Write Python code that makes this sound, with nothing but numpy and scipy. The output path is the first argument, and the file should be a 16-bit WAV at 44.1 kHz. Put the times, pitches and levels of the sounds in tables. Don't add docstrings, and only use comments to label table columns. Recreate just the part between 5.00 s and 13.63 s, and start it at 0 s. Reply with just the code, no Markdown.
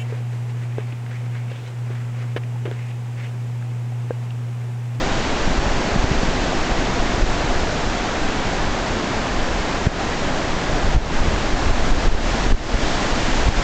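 import sys
import numpy as np
from scipy import signal
from scipy.fft import rfft, irfft, next_fast_len
from scipy.io import wavfile

SR = 44100
rng = np.random.default_rng(int(sys.argv[2]) if len(sys.argv) > 2 else 0)


def generate_wav(sig):
    pcm = np.round(np.clip(np.atleast_2d(sig).T, -1, 1) * 32767).astype(np.int16)
    wavfile.write(sys.argv[1], SR, pcm)


N = 380583

# (frequency [Hz], relative density [dB])
RUMBLE_SPECTRUM = [(4, -17.5), (12, 6), (25, -0.5), (42, -3.5), (65, -9), (100, -18.5), (200, -27),
                   (400, -40), (1500, -79)]
# (peak time [s], level [dB], 1/e half-width of power [s])
WIND_GUSTS = [(.1, -23.5, .3), (1.05, -23.5, .25), (2.3, -19.5, .3), (4.45, -21.5, .17), (5.92, -18.5, .2),
              (7.1, -17.5, 0.63), (8.48, -19.5, .16)]
# (time [s], level [dB], suction to push [s])
STRONG_EDDIES = [(.478, -7, 0.0023), (.587, -5, .012), (.962, -4, 0.0023), (1.044, -6, 0.0048),
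                 (1.116, -6, .0035), (1.234, -7, 0.0027), (2.233, -8.5, 0.013), (4.871, 1, 0.0033),
                 (5.956, -1, .011), (5.973, 4, .012), (6.281, -6.5, .008), (6.34, -7, 0.0079),
                 (6.703, -4, .016), (7.075, -4, .016), (7.138, -0.5, .024), (7.507, -6.5, 0.0066),
                 (7.537, 6.5, .017), (7.75, -4.5, .012), (8.487, -5, 0.0053)]
# (frequency [Hz], relative density [dB])
WATER_SPECTRUM = [(40, -15), (100, -0.5), (170, -1), (260, 0.5), (350, -2.1), (490, -4.5), (720, -3),
                  (900, -6), (1250, -9), (1700, -9.5), (2300, -13.5), (4500, -19), (7300, -24.5),
                  (8400, -39)]
# (time [s], facing the rapids [0-1], tipped down at the rocks [0-1])
MIC_AIM = [(0, .35, .8), (1.4, .38, 1), (3, 0.16, 0.14), (4.2, .05, 0.02), (6, 0.07, .1), (7.45, 0.56, 0),
           (7.95, 0.94, .7), (8.63, 0.73, .2)]

LIGHT_AIR_DB, RIVER_DB, NEAR_BUBBLES_REL_DB = -25, -23, -9
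SPRAY_AWAY_DB, SPRAY_FACING_DB = -0.68, 4.0
GURGLE_LEVEL_DB, GURGLE_TIPPED_DB = -0.2, 1.5


def from_db(db):
    return 10 ** (np.asarray(db) / 20)


def unit_rms(x):
    return x / np.sqrt(np.mean(x ** 2) + 1e-20)


def coloured(x, spectrum):
    n_fft = next_fast_len(N, True)
    hz = np.fft.rfftfreq(n_fft, 1 / SR)
    knots_hz, knots_db = np.transpose(spectrum)
    gain_db = np.interp(np.log(hz + 1e-3), np.log(knots_hz), knots_db)
    return unit_rms(irfft(rfft(x, n_fft) * from_db(gain_db))[:N])


def butter(x, hz, kind, order=2):
    return signal.sosfilt(signal.butter(order, hz, kind, fs=SR, output="sos"), x)


def drift(corner_hz):
    hop, warmup = 100, 1000
    pole = np.exp(-2 * np.pi * corner_hz * hop / SR)
    white = rng.standard_normal(N // hop + warmup + 2)
    slow = signal.lfilter([1], [1, -2 * pole, pole * pole], white)[warmup:]
    return np.interp(np.arange(N) / hop, np.arange(len(slow)), unit_rms(slow))


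def wind_strength():
    t = np.arange(N) / SR
    gust_power = sum(from_db(db) ** 2 * np.exp(-((t - peak_s) / half_s) ** 2)
                     for peak_s, db, half_s in WIND_GUSTS)
    return np.sqrt(from_db(LIGHT_AIR_DB) ** 2 + gust_power)


def wind_rumble(wind, lumps_db=1.66, lumps_hz=6.5):
    lumps = from_db(lumps_db * drift(lumps_hz))
    return wind * lumps * coloured(rng.standard_normal(N), RUMBLE_SPECTRUM)


def weak_eddies(wind, per_s=2.5, over_wind_db=9.5, gap_s=.011, spread_octaves=.8):
    chance, size = rng.random(N), rng.uniform(-1, 1, N)
    onsets = np.flatnonzero(chance < per_s * wind / wind.mean() / SR)
    return [(i / SR, 20 * np.log10(wind[i]) + over_wind_db, gap_s * 2 ** (spread_octaves * size[i]))
            for i in onsets]


def eddy_thumps(eddies, suction_ratio=0.89, sharpness=1.55, roughness=0.12, whirl_hz=330):
    t, pressure = np.arange(N) / SR, np.zeros(N)
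    for time_s, level_db, gap_s in eddies:
        near = np.abs(t - time_s) < .1
        position = 2 * (t[near] - time_s) / gap_s
        suction = np.exp(-sharpness * np.abs(position + 1))
        push = np.exp(-sharpness * np.abs(position - 1))
        pressure[near] += from_db(level_db) * (push - suction_ratio * suction)
    whirls = unit_rms(butter(rng.standard_normal(N), whirl_hz, "low", order=3))
    return pressure * (1 + roughness * whirls)


def far_wash(surge_db, churn_db=0.23, churn_hz=7.4):
    edges_hz = np.geomspace(40, 10000, 17)
    white = rng.standard_normal((2, N))
    bands = [butter(white[k % 2], band_hz, "band") * from_db(surge_db + churn_db * drift(churn_hz))
             for k, band_hz in enumerate(zip(edges_hz, edges_hz[1:]))]
    return coloured(sum(bands), WATER_SPECTRUM)


def near_bubbles(surge_db, per_s=5000, t60_cycles=17, spread_db=4):
    pitches_hz = np.geomspace(250, 8000, 56)
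    bubbles = np.zeros(N)
    for hz, share in zip(pitches_hz, pitches_hz / pitches_hz.sum()):
        onsets = np.flatnonzero(rng.random(N) < per_s * share / SR)
        levels_db = spread_db * np.minimum(rng.exponential(1, len(onsets)), 3)
        kicks = np.full(N, 1e-18)
        kicks[onsets] = from_db(levels_db) * rng.choice([-1, 1], len(onsets))
        pole = np.exp(-np.log(1000) * hz / (t60_cycles * SR))
        angle_rad = 2 * np.pi * hz / SR
        rings = signal.lfilter([1, -1], [1, -2 * pole * np.cos(angle_rad), pole * pole], kicks)
        bubbles += unit_rms(rings) * np.sqrt(hz)
    return coloured(bubbles * from_db(surge_db), WATER_SPECTRUM)


def river(surge_depth_db=0.0, surge_hz=6.3, spray_hz=2200, gurgle_hz=260):
    aim_s, facing, tipped = np.transpose(MIC_AIM)
    t = np.arange(N) / SR
    spray_db = SPRAY_AWAY_DB + np.interp(t, aim_s, facing) * (SPRAY_FACING_DB - SPRAY_AWAY_DB)
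    gurgle_db = GURGLE_LEVEL_DB + np.interp(t, aim_s, tipped) * (GURGLE_TIPPED_DB - GURGLE_LEVEL_DB)
    surge_db = surge_depth_db * drift(surge_hz)
    water = far_wash(surge_db) + from_db(NEAR_BUBBLES_REL_DB) * near_bubbles(surge_db)
    spray = butter(water, spray_hz, "high", order=1)
    gurgle = butter(water, [gurgle_hz / np.sqrt(2), gurgle_hz * np.sqrt(2)], "band", order=1)
    aimed = water + (from_db(spray_db) - 1) * spray + (from_db(gurgle_db) - 1) * gurgle
    return from_db(RIVER_DB) * aimed


def scene():
    wind = wind_strength()
    mix = river() + wind_rumble(wind) + eddy_thumps(list(STRONG_EDDIES) + weak_eddies(wind))
    return mix[None]


def limiter(x, threshold_db=-7.0, release_db_per_s=56, attack_s=0.0036):
    over_db = np.maximum(20 * np.log10(np.abs(x) + 1e-9) - threshold_db, 0)
    ramp_db = release_db_per_s * np.arange(N) / SR
    held_db = np.maximum.accumulate(over_db + ramp_db, axis=-1) - ramp_db
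    pole = np.exp(-1 / (attack_s * SR))
    reduction_db = signal.lfilter([1 - pole], [1, -pole], held_db)
    return x * from_db(-reduction_db)


def record(dry, clip_level=0.69, cutoff_hz=8500):
    limited = limiter(dry)
    rounded = limited / (1 + (limited / clip_level) ** 6) ** (1 / 6)
    return signal.sosfilt(signal.ellip(10, .1, 80, cutoff_hz, fs=SR, output="sos"), rounded)


dry = scene()
out = record(dry)
generate_wav(out)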